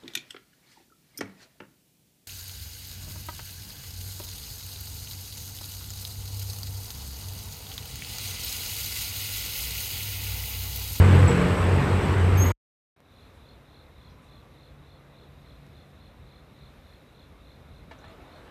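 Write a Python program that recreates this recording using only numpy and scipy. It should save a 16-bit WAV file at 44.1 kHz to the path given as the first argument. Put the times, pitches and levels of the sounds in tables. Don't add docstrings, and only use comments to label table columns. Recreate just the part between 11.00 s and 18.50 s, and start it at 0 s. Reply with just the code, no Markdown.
import sys
import numpy as np
from scipy import signal
from scipy.fft import rfft, irfft
from scipy.io import wavfile
from scipy.ndimage import uniform_filter1d, map_coordinates

SR = 44100
rng = np.random.default_rng(int(sys.argv[2]) if len(sys.argv) > 2 else 0)


def magnitude_from_level(level_db):
    exponent = np.asarray(level_db, float) / 20
    return 10 ** exponent


def pcm_store(signal):
    levels = np.round(np.clip(np.atleast_2d(signal), -1, 1) * 32767)
    wavfile.write(sys.argv[1], SR, levels.astype(np.int16).T)


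N = 330750


def unit(x):
    return x / np.sqrt(np.mean(x ** 2) + 1e-20)


def curves(rows):
    s, *columns = np.transpose(rows)
    return [np.interp(np.arange(N) / SR, s, column) for column in columns]


def wobble(rate):
    knots = rng.standard_normal(int(N * rate / SR) + 4)
    return map_coordinates(knots, [np.arange(N) * rate / SR])


def rush(spectrum, patchy_db):
    hz, _, z = signal.stft(rng.standard_normal(N), SR, nperseg=2048)
    patches = uniform_filter1d(rng.standard_normal(z.shape), size=12, axis=0)
    patches = unit(uniform_filter1d(patches, size=3, axis=1))
    f, db = np.transpose(spectrum)
    colour = np.interp(np.log(hz + 1), np.log(f + 1), db, left=-120, right=-120)
    gain = magnitude_from_level(colour[:, None] + patchy_db * patches)
    return unit(signal.istft(z * gain, nperseg=2048)[1][:N])


def tone(hz, db, sway, rate):
    phase = 2 * np.pi * np.cumsum(hz * np.ones(N)) / SR + sway * wobble(rate)
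    return np.sqrt(2) * magnitude_from_level(db) * np.sin(phase)


# t/s, level/dB
RUMBLE_LEVEL = [(2.2, -52.5), (2.6, -55), (3.15, -52.5), (3.8, -53), (4.2, -54), (4.7, -52), (5.1, -53),
                (5.45, -52.5), (5.9, -53.5), (6.9, -51.5), (7.5, -52.5)]
# f/Hz, level/dB per Hz
RUMBLE_SPECTRUM = [(13, -60), (22, -38), (33, -22), (42, -5), (60, 1.5), (90, -5), (115, -7.5), (144, -6),
                   (174, -11.5), (205, -14.5), (300, -14.5), (390, -46)]
TOWN_SPECTRUM = [(120, -24), (200, -4), (361, -5.5), (500, -3.5), (893, -10.5), (1180, -10), (1630, -14.5),
                 (2180, -15.5), (3200, -27.5), (4160, -46), (7040, -120)]
# f/Hz, level/dB per Hz
AIR_AND_INSECTS_SPECTRUM = [(1470, -28.5), (2500, -2), (3060, -8), (3800, -1.5), (4510, -11), (5600, -13.5),
                            (6300, -15.5), (7810, -18), (9350, -17), (14200, -16)]
# t/s, level/dB
YARD_FADE = [(1.96, -9.5), (2.12, -2), (2.22, 0)]
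TOWN_DB, AIR_AND_INSECTS_DB = -58, -67.5


def yard():
    (rumble_db,), (fade_db,) = curves(RUMBLE_LEVEL), curves(YARD_FADE)
    rumble = magnitude_from_level(rumble_db + 0.44 * wobble(7)) * rush(RUMBLE_SPECTRUM, patchy_db=1.27)
    town = magnitude_from_level(TOWN_DB + 0.24 * wobble(11)) * rush(TOWN_SPECTRUM, patchy_db=0.8)
    air_and_insects_db = AIR_AND_INSECTS_DB + 0.67 * wobble(3.1)
    air_and_insects = magnitude_from_level(air_and_insects_db) * rush(AIR_AND_INSECTS_SPECTRUM, patchy_db=0.6)
    return magnitude_from_level(1.5 * fade_db) * rumble + magnitude_from_level(0.72 * fade_db) * town + magnitude_from_level(fade_db) * air_and_insects


# t/s, level/dB
HUM_LEVEL = [(1.96, -76.5), (3.2, -64.5), (3.8, -58), (5.5, -63), (6.2, -63.5), (7.5, -66.5)]
HUM_HZ = 140.5


def hum():
    db, = curves(HUM_LEVEL)
    return tone(HUM_HZ + 1.474 * wobble(1.5), db + 2.4 * wobble(9), 0.57, 13)


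# t/s, level/dB
CHORUS_LEVEL_DB = [(1.96, -85.5), (2.2, -83), (4, -82), (4.5, -79), (7, -76)]
# f/Hz, level/dB per Hz
CHORUS_SPECTRUM = [(3300, -23), (3600, 2), (3900, 9), (4150, -6), (4450, -32)]


def chorus():
    trill = np.sin(2 * np.pi * np.cumsum(45 + 2.73 * wobble(3)) / SR)
    db, = curves(CHORUS_LEVEL_DB)
    return magnitude_from_level(db + 3.6 * trill + 2.0 * wobble(4.4)) * rush(CHORUS_SPECTRUM, patchy_db=4.5)


# start t/s, end t/s, f/Hz, level/dB at mid-swell, about a random waver
FAR_WHINES = [(2.92, 3.4, 1010, -70), (3.22, 3.58, 1158, -65.5), (7.06, 7.15, 654, -60),
              (7.36, 7.41, 643, -61)]


def whines():
    t = np.arange(N) / SR
    out = np.zeros(N)
    for start, end, hz, db in FAR_WHINES:
        swell = np.sin(np.pi * np.clip((t - start) / (end - start), 0, 1)) ** .5
        out += swell * tone(hz, db + 3 * wobble(14), 0.82, 25)
    return out


# t/s, level/dB rms before rise and decay,
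# centre f/Hz, spread/octaves, rise time constant/s, 60 dB decay/s
NOISE_BURSTS = [(2.34, -64, 8500, .4, .02, .15), (3.097, -69, 5200, .2, .003, .2),
                (3.215, -67, 7000, .5, .02, .25), (6.91, -47.5, 1300, 1.1, .002, .12),
                (6.984, -68, 5850, .03, .002, .08), (6.98, -68, 6300, .2, .005, .2),
                (7.037, -51, 1000, 1.2, .005, .14), (7.079, -60, 7000, .04, .002, .03),
                (7.075, -69, 7500, .4, .01, .15)]


def bursts():
    out, t = np.zeros(N + SR), np.arange(SR // 2) / SR
    hz = np.fft.rfftfreq(len(t), 1 / SR) + 1
    for s, db, centre_hz, width, rise, t60 in NOISE_BURSTS:
        band = np.exp(-.5 * (np.log2(hz / centre_hz) / width) ** 2)
        noise = unit(irfft(rfft(rng.standard_normal(len(t))) * band))
        out[round(s * SR):][:len(t)] += magnitude_from_level(db - 60 * t / t60) * (1 - np.exp(-t / rise)) * noise
    return out[:N]


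# t/s, peak level/dB, recovery to zero pressure/s
DRY_TICKS = [(2.0043, -42.5, .001), (4.6665, -42.5, .00012), (4.904, -49, .0002)]


def ticks():
    t = np.arange(N) / SR
    out = np.zeros(N)
    for s, db, recovery in DRY_TICKS:
        age = np.clip(t - s, 0, None) / recovery
        out -= magnitude_from_level(db) * (t >= s) * (1 - age) * np.exp(-age)
    return out


# last strong stroke t/s, peak level/dB about random luck, strokes in the swell
INSECT_CHIRPS = [(2.254, -58, 7.5), (2.535, -57.5, 7.5), (2.814, -56.5, 6.5), (3.096, -56.5, 6.5),
                 (3.38, -56.5, 5.5), (3.678, -57, 6.5), (3.963, -58, 5.5), (4.236, -58, 5),
                 (4.543, -58, 5.5), (4.825, -58.5, 5), (5.082, -58.5, 5), (5.382, -58, 6.5),
                 (5.68, -57.5, 6.5), (5.96, -58, 5.5), (6.241, -57.5, 4.5), (6.54, -57.5, 5.5),
                 (6.807, -58.5, 5), (7.106, -56.5, 6), (7.385, -57, 6)]
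# lag t/s, f/Hz at the loudest stroke, change f/Hz a stroke away from it,
# level/dB down where the swell starts, level/dB lost per stroke squared after the loudest
STROKE_BLIPS = [(0, 4150, -45, 12, 1.6), (.0102, 3520, 18, 10, 2.5)]
STROKES_PER_S, LOUDEST_STROKE = 44.4, 1.2


def insect():
    out, t = np.zeros(N + SR), np.arange(SR // 50) / SR
    middle = .008
    shape = np.exp(-.5 * ((t - middle) / .0025) ** 2)
    for s, db, swell in INSECT_CHIRPS:
        luck = rng.standard_normal((10, len(STROKE_BLIPS), 3))
        for k in range(-1, 9):
            early = k - LOUDEST_STROKE
            for (lag, hz, step_hz, before_db, after_db), r in zip(STROKE_BLIPS, luck[k]):
                pitch = (hz + step_hz * abs(early)) * (1 + .012 * r[0])
                phase = 2 * np.pi * (pitch * t - 22000 * (t - middle) ** 2)
                at = round((s - k / STROKES_PER_S + lag - middle + .0006 * r[1]) * SR)
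                loss_db = (before_db / swell ** 2 if early > 0 else after_db) * early ** 2
                out[at:at + len(t)] += magnitude_from_level(db - loss_db + 1.3 * r[2]) * shape * np.sin(phase)
    tail_t = np.arange(SR // 3) / SR
    tail = rng.standard_normal(len(tail_t)) * magnitude_from_level(-60 * tail_t / 0.28)
    return out[:N] + magnitude_from_level(-7) * signal.fftconvolve(out, tail / np.linalg.norm(tail))[:N]


# t/s, level/dB
ROLLING_LEVEL = [(6.89, -87), (6.93, -50), (7.0, -56), (7.07, -53.5), (7.2, -55), (7.32, -53.5),
                 (7.42, -53.5), (7.5, -53)]
# f/Hz, level/dB per Hz
ROLLING_SPECTRUM = [(150, -30), (260, -2), (600, -2), (1000, -5.5), (1500, -8), (2300, -13.5),
                    (3500, -20.5), (6000, -32.5), (14200, -38.5)]


def rolling():
    db, = curves(ROLLING_LEVEL)
    return magnitude_from_level(db + 1.68 * wobble(18)) * rush(ROLLING_SPECTRUM, patchy_db=2.2)


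# t/s, strike level/dB of the first contact
BLOWS = [(6.911, -34.5), (7.04, -40.5)]
# f/Hz, relative level/dB about random strength, 60 dB decay/s
METAL_MODES = [(270, -2, .06), (450, -1, .05), (640, 0, .05), (900, -3, .04), (1150, -2, .04),
               (1450, -5, .03), (1760, 0, .04), (2250, -5, .03), (2800, -10, .025), (3300, -11, .025)]
RATTLE_S, RATTLE_GROWS, RATTLE_LOSS_DB = .003, 1.5, 2.6


def clanks():
    out, t = np.zeros(N + SR), np.arange(SR // 4) / SR
    onset = 1 - np.exp(-t / .001)
    for s, db in BLOWS:
        for k in range(6):
            at = s + RATTLE_S * (RATTLE_GROWS ** k - 1) / (RATTLE_GROWS - 1)
            ring = np.zeros(len(t))
            for hz, level, t60 in METAL_MODES:
                strength = magnitude_from_level(level + rng.normal(0, 2.7) - 60 * t / t60)
                ring += strength * np.sin(2 * np.pi * (hz * t + rng.random()))
            ring *= onset / np.sqrt(len(METAL_MODES))
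            out[round(at * SR):][:len(t)] += magnitude_from_level(db - RATTLE_LOSS_DB * k) * ring
    return out[:N]


# t/s, f/Hz, level/dB before rise and decay, rise/s, 60 dB decay/s
SHORT_SQUEAL = (.274, 7760, -31, .006, .09)
PING_RING_DB, PING_RING_T60_S = -10, .4
# t/s, f/Hz, level/dB
LONG_SQUEAL = [(1.368, 6447, -76), (1.378, 6387, -43.5), (1.394, 6340, -43), (1.404, 6460, -31.5),
               (1.438, 6500, -32.5), (1.447, 6530, -50), (1.465, 6630, -36), (1.488, 6670, -49),
               (1.497, 6700, -62), (1.52, 6650, -42)]
SQUEAL_MODE_HZ, MODE_DB, OCTAVE_DB = 6500, -46, -46.5
SQUEAL_RISE_S, TIRES_S, TIRED_DB = .008, 1.492, -9


def squeals():
    t = np.arange(N) / SR
    s, ping_hz, ping_db, rise, t60 = SHORT_SQUEAL
    age = np.clip(t - s, 0, None)
    ping = tone(ping_hz, ping_db - 60 * age / t60, .3, 160)
    ring_db = ping_db + PING_RING_DB - 60 * age / PING_RING_T60_S
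    ring = tone(ping_hz, ring_db + 2.9 * wobble(90), .9, 250)
    short = np.clip(age / rise, 0, 1) ** 2 * (ping + ring)

    hz, db = curves(LONG_SQUEAL)
    grip = np.clip((t - LONG_SQUEAL[0][0]) / SQUEAL_RISE_S, 0, 1) ** 2 * magnitude_from_level(TIRED_DB * (t > TIRES_S))
    glide = (grip > 0) * tone(hz, db + 1.2 * wobble(150), .25, 160)
    mode = tone(SQUEAL_MODE_HZ, MODE_DB + 3 * wobble(110), 0.83, 250)
    octave = tone(2 * hz, OCTAVE_DB + 3.5 * wobble(150), .5, 200)
    fuzz = tone(2 * hz - 120, OCTAVE_DB - 3 + 4 * wobble(120), 1.1, 350)
    return short + glide + grip * (mode + octave + fuzz)


# t/s, level/dB
NEARNESS = [(0, 0.5), (.3, 0.5), (.65, -2), (1.05, -2.5), (1.3, -3.5), (1.52, -3)]
# f/Hz, level/dB per Hz
ROAR_SPECTRUM = [(13, -63), (30, -34.5), (45, -12), (62, 0.5), (93, -10), (115, -7.5), (165, -9),
                 (230, -10.5), (360, -12), (478, -11), (668, -24), (900, -21.5), (1200, -22.5),
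                 (1560, -46.5)]
CLATTER_SPECTRUM = [(410, -28), (700, -3.5), (1190, -4), (1360, -3.5), (2450, -8.5), (4050, -20.5),
                    (6520, -30), (7300, -27), (7960, -26), (9140, -33), (14000, -37.5)]
WHISTLE_SPECTRUM = [(7000, -35), (7500, -12), (8050, 3), (8600, -8), (9200, -30)]
ROAR_DB, CLATTER_DB = -23.5, -30.5
WHISTLE_DB, WHISTLE_FADE_DB_PER_S = -53, 2.5


def train():
    near_db, = curves(NEARNESS)
    firing_hz = curves(FIRING)[0]
    firing = np.cos(2 * np.pi * np.cumsum(firing_hz) / SR)
    roar = magnitude_from_level(ROAR_DB + near_db) * rush(ROAR_SPECTRUM, patchy_db=1.0)
    clatter_db = CLATTER_DB + near_db + 0.4 * firing + 0.3 * wobble(40)
    clatter = magnitude_from_level(clatter_db) * rush(CLATTER_SPECTRUM, patchy_db=1.33)
    whistle_db = WHISTLE_DB - WHISTLE_FADE_DB_PER_S * np.arange(N) / SR + 2.6 * wobble(90)
    return roar + clatter + magnitude_from_level(whistle_db) * rush(WHISTLE_SPECTRUM, patchy_db=1.5)


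# t/s, f/Hz, level/dB
FIRING = [(0, 93, -7.5), (.03, 92.04, -14.5), (.25, 90.25, -14), (.31, 90.3, -28), (.39, 89.5, -43),
          (.53, 89.5, -20.5), (.57, 89.86, -37.5), (.61, 90.4, -21), (.7, 90.9, -22), (.76, 91.4, -16.5),
          (.85, 91.54, -48.5), (.935, 95.4, -18), (1.05, 92.1, -29.5), (1.21, 92.17, -18),
          (1.31, 91.7, -20), (1.41, 92.6, -16), (1.52, 93.6, -25.5)]
# t/s, order 1.5 level/dB, order 2 level/dB
UPPER_ORDERS = [(0.0, -26.5, -29), (0.502, -29, -31.5), (0.584, -42.5, -32.5), (0.786, -29, -36),
                (1.092, -39, -41), (1.252, -44, -33), (1.422, -34, -32), (1.49, -32, -52.5),
                (1.52, -29, -47)]
# f/Hz, level/dB
SHAFTS = [(479.1, -41.5), (602.9, -45)]


def engine():
    hz, db = curves(FIRING)
    mid_db, top_db = curves(UPPER_ORDERS)
    orders = tone(hz, db, 0.52, 16)
    orders += tone(hz * 3 / 2, mid_db + 2.5 * wobble(9), .7, 10)
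    orders += tone(hz * 2, top_db + 3.4 * wobble(9), .7, 14)
    fading_db = np.interp(np.arange(N) / SR, [.85, 1.1], [2, -7])
    shafts = sum(tone(f, level + fading_db + 4 * wobble(9), 1.2, 22) for f, level in SHAFTS)
    return orders + shafts


# from t/s, to t/s
SILENCE = (1.52, 1.9625)


def scene():
    t = np.arange(N) / SR
    cut = np.clip((SILENCE[0] - t) * 400, 0, 1)
    passing = (train() + engine() + squeals()) * cut
    background = yard() + hum() + chorus() + whines()
    details = bursts() + ticks() + insect() + rolling() + clanks()
    return (passing + (background + details) * (t > SILENCE[1]))[None]


def low_pass(x):
    return signal.sosfilt(signal.butter(12, 14150, fs=SR, output="sos"), x)


def record(dry):
    low_cut = signal.butter(3, 38, "high", fs=SR, output="sos")
    mix = signal.sosfilt(low_cut, dry)
    return low_pass(mix)


dry = scene()
out = record(dry)
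pcm_store(out)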